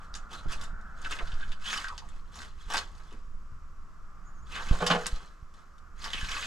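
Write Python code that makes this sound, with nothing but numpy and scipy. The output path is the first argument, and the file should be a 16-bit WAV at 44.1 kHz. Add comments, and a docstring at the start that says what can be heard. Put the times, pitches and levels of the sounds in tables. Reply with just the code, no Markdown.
"""Beside a rock shelter, a long-handled shovel scrapes up dirt and stones and tips a load into a steel wheelbarrow.
Grit grinding is random tiny collisions, shaped in tone and following the force of each push.
Stones, clods and the tray are short bursts of collisions that ring or thud; a wall and the rock echo them.
Noise makes the breeze and hiss, single pressure pushes bump the camera, and gliding tones make a small far bird."""
import sys
import numpy as np
from scipy import signal
from scipy.fft import rfft, irfft
from scipy.io import wavfile
from scipy.ndimage import uniform_filter1d, map_coordinates

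SR = 44100
rng = np.random.default_rng(int(sys.argv[2]) if len(sys.argv) > 2 else 0)


def dump(signal):
    """Clip the signal to [-1, 1] and save it as 16-bit WAV at the path in sys.argv[1]."""
    limited = np.clip(np.atleast_2d(signal).T, -1, 1)
    pcm = np.round(limited * 32767).astype(np.int16)
    wavfile.write(sys.argv[1], SR, pcm)


N = 284886
TIME = np.arange(N) / SR

# In all tables, levels are relative: the functions set the balance between layers.
# tone of grit on steel: pitch_hz [Hz], level_db [dB]
GRIT_TONE = [(100, -21.5), (200, -3), (420, -12.5), (640, -6), (900, -4), (1200, -0.5), (1600, -0.5),
             (2200, -9.5), (3100, -6.5), (4300, -8), (5500, -11.5), (7000, -12), (9000, -20),
             (12000, -29.5), (15500, -45)]
# rubble landing in the wheelbarrow: start_s [s], level_db [dB], settle_s [s], half_cutoff_hz [Hz, half the treble cutoff]
DUMPS = [(4.723, -41.5, 0.038, 896), (4.804, -30, 0.015, 800), (4.822, -26.5, 0.016, 780),
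         (4.866, -34, 0.034, 1900), (4.9015, -21.5, 0.01, 3410), (4.912, -22, 0.015, 2802),
         (4.935, -27, 0.01, 1400), (4.948, -26.5, 0.012, 1400), (4.96, -31.5, 0.0084, 1500),
         (5.003, -41, 0.017, 1200)]
# bumps on the camera: start_s [s], level_db [dB], push_s [s]
BUMPS = [(0.458, -23.5, 0.0026), (0.477, -22, 0.054), (0.73, -28.5, 0.015), (1.225, -20.5, 0.038),
         (1.333, -17.5, 0.047), (1.48, -20.5, 0.057), (2.665, -25, 0.027), (3.345, -37.5, 0.00582),
         (3.521, -30.5, 0.014), (4.711, -11, 0.0072), (5.127, -20, 0.019), (5.425, -31.5, 0.01246),
         (6.23, -22, 0.011)]


def amp(db):
    """Turns decibels into a gain."""
    return 10 ** (np.asarray(db) / 20)


def evened(x):
    """Scales a sound to an average strength (rms) of 1."""
    return x / np.sqrt(np.mean(x ** 2) + 1e-20)


def read(points, hz):
    """Reads a table of values against pitch, on a log-frequency axis."""
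    f, value = np.transpose(points)
    return np.interp(np.log(hz + 1), np.log(f + 1), value)


def add(mix, start_s, sound):
    """Mixes a sound in at a given time."""
    part = mix[max(round(start_s * SR), 0):][:len(sound)]
    part += sound[:len(part)]


def colour(x, db_at, size=4096):
    """Filters with the tone db_at(Hz), never sounding before its input; the filter has unit energy."""
    db = db_at(abs(np.fft.fftfreq(size, 1 / SR)))
    log_gain = np.log(amp(np.maximum(db - db.max(), -100)))
    # The Hilbert transform gives the phase that makes the filter respond as early as possible.
    taps = np.fft.ifft(np.exp(np.conj(signal.hilbert(log_gain)))).real[:size // 2]
    return signal.fftconvolve(x, taps / np.linalg.norm(taps))[:len(x)]


def noise(spectrum):
    """Makes steady noise with a given tone."""
    hz = np.fft.rfftfreq(N, 1 / SR)
    shaped = rfft(rng.standard_normal(N)) * amp(read(spectrum, hz))
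    return evened(irfft(shaped, N))


def wander(size):
    """Makes a slow random drift by smoothing noise twice, first over size samples."""
    once = uniform_filter1d(rng.standard_normal(N), size=size)
    return evened(uniform_filter1d(once, size=size // 2))


def grains(count, per_s, spread_db):
    """Random tiny collisions: many small, a few large."""
    size = amp(spread_db * np.minimum(rng.exponential(1, count), 4))
    sign = rng.choice([-1, 1], count)
    happens = rng.random(count) < per_s / SR
    return evened(size * sign * happens)


def ring(x, modes):
    """Rings a set of fading pure tones (Hz, dB, seconds to fade 60 dB), with unit energy in all."""
    t = TIME[:SR // 2]
    tone = np.zeros(len(t))
    for k, (hz, db, t60_s) in enumerate(modes):
        tone += (-1) ** k * amp(db - 60 * t / t60_s) * np.sin(2 * np.pi * hz * t)
    return signal.fftconvolve(x, tone / np.linalg.norm(tone))[:len(x)]


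def air():
    """Faint outdoor hiss, plus one broad hollow resonance that drifts with a soft low wash."""
    # tone of the hiss: pitch_hz [Hz], level_db [dB]
    hiss_tone = [(88, -23), (150, -2), (193, -7), (428, -13), (860, -20.5), (1090, -2.5), (1320, -4),
                 (1540, -11.5), (2360, -22.5), (4140, -29), (5230, -24.5), (7560, -27.5), (9730, -41),
                 (11600, -34), (15500, -63)]
    # the hollow resonance: start_s [s], level_db [dB], centre_hz [Hz]
    hollow_path = [(0, -54, 1264), (0.449, -53, 1326), (0.799, -52, 1439), (1.401, -52, 1443),
                   (2.1, -66.5, 1266), (3.001, -71, 1201), (3.6, -66, 1223), (4.298, -59, 1260),
                   (5.399, -66.5, 1283), (5.8, -62.5, 1319), (6.46, -61, 1310)]
    start_s, level_db, centre_hz = np.transpose(hollow_path)
    turn = np.exp(2j * np.pi * np.cumsum(np.interp(TIME, start_s, centre_hz)) / SR)
    raw = rng.standard_normal(N) + 1j * rng.standard_normal(N)
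    band = signal.lfilter(*signal.butter(2, 150, fs=SR), raw)
    resonance = evened((band * turn).real)  # the turning carries the narrow band up to its drifting centre
    wash = noise([(90, -23), (190, 7.5), (380, -12.0), (700, -1.5), (1100, -4.5),
                  (1700, -1.5), (2600, -31.0), (8000, -57.0)])
    hollow = amp(np.interp(TIME, start_s, level_db)) * (resonance + amp(-6.0) * wash)
    hiss = noise(hiss_tone) + amp(-3) * np.array([noise(hiss_tone), noise(hiss_tone)])
    return amp(-0.5) * hollow + amp(-63) * hiss


def breeze():
    """Low wind buffeting, mostly shared by the two microphone ports; it flares up after each camera jolt."""
    # strength of the breeze: start_s [s], level_db [dB]
    gust_levels = [(0.0, -47.5), (0.7, -43), (0.9, -47), (1.3, -42), (1.6, -49.5), (2.1, -45.5),
                   (2.7, -47.5), (3.4, -47), (4.05, -50), (4.7, -42), (5.5, -57), (5.95, -49.5),
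                   (6.24, -42.5), (6.46, -49)]
    # tone of the buffeting: pitch_hz [Hz], level_db [dB]
    rumble_tone = [(7.1, -24.5), (12, 4), (24, -6.5), (38, -14.5), (71, -16.5), (91, -29.5), (178, -31),
                   (254, -46), (400, -48.5), (520, -62), (880, -120)]
    gusts = amp(5.0 + np.interp(TIME, *np.transpose(gust_levels)))
    t = TIME[:SR // 3]
    fade_s, rise_s = 0.022, 0.0021
    shudder = np.exp(-t / fade_s) * (1 - np.exp(-t / rise_s))
    for start_s, level_db, push_s in BUMPS:
        quickness = 0.013 / push_s  # quicker jolts shake harder
        add(gusts, start_s, amp(level_db - 10.5) * quickness * shudder)
    own = np.array([noise(rumble_tone), noise(rumble_tone)])
    return gusts * (noise(rumble_tone) + amp(-8) * own)


def blade(x):
    """Rings the steel blade briefly, because soil damps it."""
    # ring of the blade: pitch_hz [Hz], width_hz [Hz, it fades 60 dB in 1.43 / width_hz seconds], level_db [dB]
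    blade_modes = [(1130, 31, 9), (1555, 11, -3), (1993, 32, 8.5), (2512, 13, 0), (2785, 39, 0.5),
                   (2982, 24, 5), (3660, 20, 2.5), (4020, 37, -3.5), (4630, 16, -2), (5660, 74, -18),
                   (5950, 120, -15.5), (7300, 64, -2.5)]
    return ring(x, [(hz, db, 1.43 / width_hz) for hz, width_hz, db in blade_modes])


def detuned(x):
    """Soil sliding over the blade keeps bending its ring, by up to 2.5 percent in pitch."""
    knots = np.arange(0, N / SR + 1, .15)
    bend = np.interp(TIME, knots, rng.uniform(-.025, .025, len(knots)))
    return map_coordinates(x, [np.arange(N) + np.cumsum(bend)], order=3, mode="mirror")


def pebbles(per_s, cycles, spread_db, count=36):
    """Many small stones, each ringing at its own pitch, chatter in short clumps."""
    out, t = np.zeros(N), TIME[:SR // 30]
    for hz in np.geomspace(900, 9000, count) * rng.uniform(.95, 1.05, count):
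        tick = evened(np.sin(2 * np.pi * hz * t) * np.exp(-t * hz / cycles))
        hits = grains(N, per_s, spread_db) * amp(3.5 * wander(1200))
        level = np.sqrt(hz) * amp(read(GRIT_TONE, hz))
        out += level * signal.oaconvolve(hits, tick)[:N]
    return evened(out)


def rasp(length_s, start_hz, end_hz, sharpness):
    """Quick slips of grit ring a resonance that glides in pitch."""
    hz = np.geomspace(start_hz, end_hz, int(length_s * SR))
    turn = np.exp(2j * np.pi * np.cumsum(hz) / SR)
    slips = grains(SR // 4, per_s=1200, spread_db=2)[:len(hz)]
    # Shift the glide down to zero pitch, keep a narrow band there, then shift it back up.
    narrow = signal.lfilter(*signal.butter(2, start_hz / max(sharpness, 2), fs=SR), slips / turn)
    return evened((turn * narrow).real) * signal.windows.tukey(len(hz), .7)


def scratches(count=260):
    """Pebbles catch under the blade and skid, each starting at its own pitch and falling a little."""
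    out = np.zeros(N)
    for k, (when, pitch, span, force) in enumerate(rng.random((count, 4))):
        hz = 1100 * 4.5 ** pitch
        start_s = (k + when) / count * N / SR
        skid = rasp(.028 * (.5 + span), hz, hz * .88, sharpness=14)
        add(out, start_s, amp(6 * force) * skid)
    return evened(out)


def effort(start_s, rise_s, hold_s, fade_s):
    """Force of one movement: it builds, holds, then fades 20 dB per fade_s (negative fade_s makes it swell)."""
    age = TIME - start_s
    build = np.clip(age / max(rise_s, .001), 0, 1) ** 1.92
    return build * amp(-20 * np.maximum(age - rise_s - hold_s, 0) / fade_s)


def scrape():
    """Grit catches and slips along the blade and pebbles chatter on it; a heavier load adds low grinding."""
    # pushes of the shovel: start_s [s], rise_s [s], hold_s [s], fade_s [s per 20 dB],
    # level_db [dB], weight_db [dB of extra low grinding]
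    strokes = [ (0.281, 0.043, 0.0085, 0.2, -45.5, -2), (0.463, 0.054, 0.02, 0.0525, -39, -3.5),
               (0.539, 0.059, 0.047, 0.06, -50.5, 2.5), (0.924, 0.12, 0.0197, 0.44, -48.5, -1),
               (1.074, 0.0388, 0.0048, 0.1341, -38, -6), (1.198, 0.053, 0.27, 0.1, -55, -5),
               (1.566, 0.1502, 0.054, 0.1262, -34, -11), (2.275, 0.11, 0.028, 0.122, -45.5, -3),
               (2.514, 0.1024, 0.093, 0.47, -55.5, -11), (2.664, 0.058, 0.044, 0.1118, -38.5, -2),
               (4.434, 0.11, 0.015, 0.4552, -43, -4), (4.554, 0.12, 0.4, 0.21, -43.5, -3.5),
               (5.942, 0.1, 0.02, 0.1, -39.5, -9), (6.042, 0.098, 0.35, 0.2, -41.5, -10),
               (6.168, 0.14, 0.14, -1.5, -38.5, -12)]
    # loose dirt trickling: start_s [s], length_s [s], level_db [dB]
    trickle_times = [(0.0, 0.013, -58.5), (0.13, 0.025, -54.5), (0.772, .24, -71), (1.896, 0.262, -60),
                     (2.246, 0.14, -66), (2.942, 0.21, -62), (5.15, 0.099, -58.5), (5.533, 0.059, -63)]
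    drive = grains(N, per_s=4500, spread_db=3.6) * amp(2 * wander(300))
    grit = colour(drive, lambda hz: read(GRIT_TONE, hz))
    grit += amp(-11.5) * detuned(blade(drive))
    grit += amp(-2) * pebbles(per_s=45, cycles=6, spread_db=3)
    grit += amp(-5.5) * scratches()
    low = evened(signal.sosfilt(signal.butter(3, 1300, "low", fs=SR, output="sos"), grit))
    high = evened(signal.sosfilt(signal.butter(3, 1300, "high", fs=SR, output="sos"), grit))

    trickles = [(s, 0.0071, length_s, 0.12, db, 1) for s, length_s, db in trickle_times]
    # Grit follows each shower of rubble into the wheelbarrow.
    spills = [(s, 0.0066, 0, 0.035, db - 16, 7.5) for s, db, _, _ in DUMPS]
    force, load = np.zeros((2, N))
    for start_s, rise_s, hold_s, fade_s, level_db, weight_db in [*strokes, *trickles, *spills]:
        push = amp(level_db) * effort(start_s, rise_s, hold_s, fade_s)
        force = np.hypot(force, push)
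        load = np.hypot(load, amp(weight_db) * push)
    return amp(-4) * force * high + amp(-3) * load * low


def stones():
    """Each stone gives a hard tick and a short crumble, rings at its own pitch, and rings the blade a little."""
    # stones knocking: start_s [s], level_db [dB at its loudest], pitch_hz [Hz], treble_db [dB],
    # crumble_s [s], tick_db [dB, first tick against the crumble]
    knocks = [ (0.141, -30.5, 3900, -4, 0.0041, 15), (0.152, -31, 6800, 1, 0.016, 9),
              (0.33, -39.5, 3700, 8, 0.012, -9), (0.5212, -32.5, 4700, 13, 0.0075, 8),
              (0.612, -38, 3700, 12, 0.029, 1), (.638, -39, 7800, 6.5, 0.0056, 4),
              (.812, -55, 5040, 10, 0.0045, 8.5), (1.017, -42, 6080, 11, 0.0059, -3),
              (1.047, -31, 2670, -13, 0.0093, -15), (1.1098, -32.5, 3200, -3, 0.0064, 1),
              (1.116, -33, 7100, -4, 0.0049, -4), (1.1247, -26, 2800, -26, 0.0061, 7),
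              (1.166, -39, 4200, -3, .004, 8), (1.188, -31, 2400, -16, 0.0083, 4.5),
              (1.272, -40, 4040, -11, 0.013, 6), (1.319, -37, 3110, -5, 0.012, 5.5),
              (1.341, -43, 5100, -6, 0.0061, 5.5), (1.407, -42.5, 3700, -21, 0.0091, -4),
              (1.431, -40.5, 3200, -24, 0.0082, 4), (1.49, -47, 4600, -9, .004, 6),
              (1.519, -34, 2950, -3.5, 0.013, 6), (1.656, -32.5, 3140, -1.5, 0.0186, 3),
              (1.699, -29, 3220, -8, 0.0088, -1), (1.730, -19.5, 2140, -2, 0.0065, 7),
              (1.7351, -25, 2340, -9, 0.00705, -5), (1.776, -25, 3140, -1, 0.0054, 4.5),
              (1.843, -25, 1490, -12, 0.0046, 4), (1.8689, -32.5, 1460, -18, 0.0042, 14),
              (1.884, -29, 1362, -5, 0.0049, -1), (1.979, -30, 4700, 0, 0.011, 9.5),
              (2.088, -49, 7300, 8, 0.01, 7), (2.355, -42, 7000, 6, .012, 3),
              (2.419, -34, 1520, 3, 0.013, 8), (2.702, -33, 1140, 5, 0.019, 10),
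              (2.737, -22.5, 1570, 4, 0.0077, 4), (2.745, -22, 1140, -5, .005, 10),
              (2.749, -24, 2500, -6, .004, 7), (2.757, -22, 1690, 0, .006, 6),
              (2.77, -19, 1510, 3, 0.005, 9), (2.774, -21.5, 5240, -7, 0.0053, 4),
              (2.78, -19, 4180, 4.5, 0.0061, 13), (2.788, -24.5, 3940, 4, 0.0067, 7),
              (2.809, -37, 1560, -6, 0.011, 2), (2.951, -54, 6000, 5, 0.0078, 3),
              (2.98, -51, 4440, 12, 0.0065, 5), (3.035, -53, 5000, 8, .005, 4),
              (3.109, -50, 2800, 1, 0.0084, 5), (3.127, -47.5, 2000, 4, 0.014, 6),
              (4.553, -33.5, 3600, -13, .02, -4.5), (4.562, -33, 1500, -9, .008, 4),
              (4.627, -37, 1700, -10, .006, 5), (4.687, -37.5, 2600, -7, 0.0056, 5),
              (4.788, -36, 3600, -4.5, 0.0045, 4.5), (4.864, -21, 3200, 7, 0.014, 4),
              (4.869, -23, 5300, 3, 0.011, -3), (4.901, -21.5, 2718, -12, .012, -4),
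              (4.912, -19.5, 2900, -10, 0.0084, 6), (4.925, -25, 2050, -10, 0.012, 3.5),
              (4.959, -27.5, 1750, -12, 0.0047, 6), (5.0595, -23, 2000, -16, 0.002, 15),
              (5.065, -23.5, 3970, 6, 0.0076, 0), (5.0675, -20, 8700, 10, 0.0037, 13.5),
              (5.163, -40.5, 5980, -14, 0.0063, 10.5), (5.54, -53.5, 3380, 11, 0.0083, 5.5),
              (5.782, -54, 4500, 10, 0.007, 8), (6.042, -27.5, 5200, -4, 0.015, -16),
              (6.079, -33, 3200, -11, 0.0039, 7), (6.104, -33, 3280, -10, 0.0039, 3),
              (6.1332, -20, 3200, -7, 0.012, 7.5), (6.166, -34.5, 2960, -21, 0.025, -2),
              (6.2109, -32, 1570, -2, 0.023, 1), (6.244, -32, 2700, -6, 0.0088, 2.5),
              (6.287, -29.5, 2420, -12.5, 0.0089, 1), (6.316, -28, 3100, -13, 0.0096, 6),
              (6.366, -29.5, 2600, -20.5, 0.0095, 3), (6.426, -29, 2470, -20, 0.013, 3)]
    # general tone of a knock: pitch_hz [Hz], level_db [dB]
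    stone_tone = [(150, -27), (500, -16), (1200, 2.5), (3500, 1.5), (7000, -3.5), (10000, -14),
                  (13000, -29), (15500, -35)]
    # ring of a stone: ratio [times its pitch], peak_db [dB]
    partials = [(1, 4.9), (1.42, 1.8)]
    out, t = np.zeros(N), TIME[:SR // 6]
    for start_s, level_db, pitch_hz, treble_db, crumble_s, tick_db in knocks:
        contact = grains(len(t), per_s=3500, spread_db=1.5) * np.exp(-t / crumble_s)
        contact += amp(tick_db) * rng.choice([-1, 1], len(t)) * np.exp(-t / 0.000756)

        def tone(hz):
            """A broad hump and narrow peaks set by the stone's pitch, with its own treble."""
            body = 6 * np.exp(-(np.log2((hz + 1) / pitch_hz) / .5) ** 2)
            peaks = sum(peak_db / (1 + (17.3 * (hz / (ratio * pitch_hz) - 1)) ** 2)
                        for ratio, peak_db in partials)
            treble = treble_db * hz ** 4 / (hz ** 4 + 5500 ** 4)
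            return read(stone_tone, hz) + body + peaks + treble

        knock = colour(contact, tone)
        loudest = np.sqrt(uniform_filter1d(knock ** 2, size=128).max())
        add(out, start_s, amp(level_db) * knock / loudest)
    return amp(-6.5) * out + amp(-22.5) * blade(out)


def bites():
    """As soil covers more of the blade, the resonance that the grit excites slides in pitch."""
    # the blade biting deeper: start_s [s], length_s [s], start_hz [Hz], end_hz [Hz], level_db [dB], sharpness
    bite_glides = [(0.302, .149, 4270, 3900, -62, 17), (1.046, 0.034, 1650, 1350, -39, 12),
                   (1.184, .04, 2450, 830, -41.5, 5.6), (1.407, .045, 1750, 1510, -47, 22),
                   (1.626, .1, 2900, 3350, -44.5, 14), (1.741, 0.074, 1300, 950, -46, 10),
                   (1.837, 0.057, 1600, 1360, -44, 12), (1.876, .08, 1450, 900, -46, 9),
                   (2.001, 0.058, 1150, 735, -54, 9), (4.499, .11, 2900, 2350, -46.5, 8.6),
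                   (4.535, 0.12, 1650, 1120, -42.5, 4), (6.14, 0.021, 3200, 1600, -41.5, 5),
                   (6.166, 0.033, 3150, 2280, -40.5, 8), (6.309, 0.056, 3200, 1670, -42, 6),
                   (6.357, 0.049, 1510, 855, -45, 10)]
    out = np.zeros(N)
    for start_s, length_s, start_hz, end_hz, level_db, sharpness in bite_glides:
        add(out, start_s, amp(level_db) * rasp(length_s, start_hz, end_hz, sharpness))
    return out


def clods():
    """Lumps of soil and the blade bumping the ground break into a dull crunch around one pitch."""
    # crunches: start_s [s], level_db [dB], settle_s [s], pitch_hz [Hz]
    crunches = [(0.457, -48, 0.0075, 256), (1.121, -64, 0.0144, 300), (1.214, -43, 0.009, 600),
                (2.702, -33.5, 0.021, 970), (2.742, -30.5, 0.024, 830), (3.0, -55, 0.00948, 1030),
                (3.12, -53, 0.0373, 260), (4.710, -30, 0.0019, 1000), (6.061, -41, 0.021, 1080),
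                (6.145, -51.5, 0.014, 280), (6.364, -42, 0.016, 990)]
    out, t = np.zeros(N), TIME[:SR // 4]
    for start_s, level_db, settle_s, pitch_hz in crunches:
        crunch = grains(len(t), per_s=3600, spread_db=3.5) * np.exp(-t / settle_s)
        # 11 dB weaker for each octave away from the pitch
        dull = colour(crunch, lambda hz: -11 * abs(np.log2((hz + 1) / pitch_hz)))
        add(out, start_s, amp(level_db) * dull)
    return out


def bumps():
    """Each jolt of the camera is one push of pressure and a slower rebound."""
    out, t = np.zeros(N), TIME[:SR // 2]
    for start_s, level_db, push_s in BUMPS:
        u = t / push_s
        swing = np.sin(np.pi * np.sqrt(u))  # the square root slows the swing down as it goes on
        push = swing * np.exp(-u / 1.97) * (1 - np.exp(-(u / 0.24) ** 2))
        add(out, start_s, amp(level_db) * push)
    return out


def bird():
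    """Thin, slightly falling whistles: pure tones whose pitch trembles."""
    # bird notes: start_s [s], length_s [s], start_hz [Hz], end_hz [Hz], level_db [dB]
    chirps = [(4.236, 0.064, 6680, 6480, -68.5), (4.25, 0.069, 7060, 6930, -71.5),
              (4.332, 0.038, 6700, 6600, -70), (4.361, 0.052, 6550, 6430, -69),
              (4.421, 0.0218, 7000, 6830, -67.5), (4.452, 0.047, 6670, 6410, -73)]
    out = np.zeros(N)
    for start_s, length_s, start_hz, end_hz, level_db in chirps:
        hz = np.linspace(start_hz, end_hz, int(length_s * SR))
        hz = hz + 35 * evened(uniform_filter1d(rng.standard_normal(len(hz)), size=100))
        whistle = np.sin(2 * np.pi * np.cumsum(hz) / SR)
        add(out, start_s, amp(level_db) * whistle * signal.windows.tukey(len(hz), .5))
    return out


def wheelbarrow():
    """Each shower of rubble drums on another part of the steel tray and stirs its modes differently."""
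    # ring of the loaded tray: pitch_hz [Hz], level_db [dB], t60_s [s to fade 60 dB]
    tray_modes = [(172.5, -9, 0.24), (221, -6.5, 0.13), (445, -3.5, 0.23), (487.4, -5.5, 0.36),
                  (648, -5, 0.23), (680, -9.5, 0.16), (728, -4, 0.18), (821, -5.5, 0.13),
                  (1000, -3.5, 0.19), (1043, -7, 0.152), (1145, -1, 0.181), (1254, -5, 0.2),
                  (1340, -6, 0.12), (1441, -9, 0.24), (1730, -8, 0.15), (2100, -17, 0.13),
                  (2750, -16.5, .12), (3240, -10, .1)]
    # tone of the thud: pitch_hz [Hz], level_db [dB]
    thud_tone = [(59, -62), (100, -34.5), (172, -4), (214, -11.5), (320, -10.5), (449, -3), (527, -8),
                 (640, -7.5), (790, -7), (1000, -2.5), (1400, -5.5), (2200, -15), (3140, -11.5),
                 (6850, -29.5), (12000, -45), (15600, -72.5), (22000, -120)]
    out, t = np.zeros(N), TIME[:SR // 2]
    for start_s, level_db, settle_s, half_cutoff_hz in DUMPS:
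        shower = grains(len(t), per_s=5000, spread_db=1.2) * np.exp(-t / settle_s)
        drive = signal.lfilter(*signal.butter(1, min(2 * half_cutoff_hz, SR / 3), fs=SR), shower)
        modes = [(hz, db + 1.5 * rng.standard_normal(), t60_s) for hz, db, t60_s in tray_modes]
        thud = amp(2.5) * colour(drive, lambda hz: read(thud_tone, hz))
        add(out, start_s, amp(level_db) * (thud + amp(-4.5) * ring(drive, modes)))
    return out


def booms():
    """The weight of the load flexes the tray's floor with a low fading boom."""
    # booms: start_s [s], level_db [dB], settle_s [s]
    boom_times = [(4.735, -36, .035), (4.815, -25, 0.027), (4.901, -21.5, 0.039)]
    boom_hz, rise_s = 173, 0.0063
    out, t = np.zeros(N), TIME[:SR // 2]
    for start_s, level_db, settle_s in boom_times:
        swell = np.exp(-t / settle_s) * (1 - np.exp(-t / rise_s))
        add(out, start_s, amp(level_db) * np.sin(2 * np.pi * boom_hz * t) * swell)
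    return out


def shelter(x, wall_db, tail_db):
    """Adds a quick echo from the wall, scatter from the ground and a tail from the rock."""
    # fading of the echoes: pitch_hz [Hz], t60_s [s to fade 60 dB, before the shaping below]
    echo_fade = [(150, 1), (1000, 0.39), (3500, 0.22), (7000, 0.26), (14000, 0.178)]
    # difference between the ports' echoes: pitch_hz [Hz], separate part [times the shared part]
    port_difference = [(200, .15), (600, .35), (1200, .7), (2200, 1.6), (12000, 2)]
    hz, t, z = signal.stft(rng.standard_normal((3, SR * 2 // 3)), SR, nperseg=256)
    apart = read(port_difference, hz)[:, None]
    z = (z[0] + apart * z[1:]) / np.hypot(1, apart)
    fade = amp(-60 * t / read(echo_fade, hz)[:, None])
    tails = signal.istft(z * fade, SR, nperseg=256)[1]
    age = TIME[:tails.shape[1]]
    scatter = tails * np.exp(-age / .006) * (age > .0004)
    tails = tails * (1 + 3 * np.exp(-age / 0.02)) * (age > .008)  # stronger at first
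    echoes = amp(tail_db) * tails / np.linalg.norm(tails[0])
    echoes = echoes + amp(-4.5) * scatter / np.linalg.norm(scatter[0])
    # The wall's echo reaches the two ports at slightly different times.
    wall = np.array([np.pad(x, (round(delay_s * SR), 0))[:N] for delay_s in (.0099, .01002)])
    return x + amp(wall_db) * wall + signal.fftconvolve(x[None], echoes, axes=1)[:, :N]


def scene():
    """Puts the digging in its surroundings, over the air and the camera's own low noises."""
    digging = shelter(scrape() + bites() + clods(), wall_db=-17.0, tail_db=-12.5)
    knocking = shelter(stones(), wall_db=-16.5, tail_db=-12.0)
    far_bird = shelter(bird(), wall_db=-15, tail_db=-6.5)
    tipping = shelter(wheelbarrow(), wall_db=-36.5, tail_db=-16.0) + booms()
    return digging + knocking + far_bird + tipping + air() + breeze() + bumps()


def record(dry):
    """The two microphone ports colour and delay the sound differently; then the highest treble is cut."""
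    # timing of the ports: pitch_hz [Hz], lead of the left port [radians]
    port_lead = [(100, 0), (700, -.15), (1300, -.7), (1850, -1.15), (2500, -.15), (3450, -1.15),
                 (4300, -.1), (5450, -.45), (6400, 0), (11000, -.2)]
    # balance of the ports: pitch_hz [Hz], left minus right [dB]
    port_balance = [(60, -2), (110, 0), (200, -1.5), (380, -3), (700, -1), (1290, 0.0), (2380, -1),
                    (4400, -1), (8120, 1), (15000, 7)]
    edge_hz = 15650
    hz = np.fft.rfftfreq(N, 1 / SR)
    # Each port takes half of the difference, in opposite directions.
    half = amp(read(port_balance, hz) / 2) * np.exp(.5j * read(port_lead, hz))
    ported = irfft(rfft(dry) * np.array([half, 1 / half]), N)
    treble_cut = signal.firwin(511, edge_hz, window=("kaiser", 9), fs=SR)
    return signal.oaconvolve(ported, treble_cut[None], "same")


dry = scene()
out = record(dry)
dump(out)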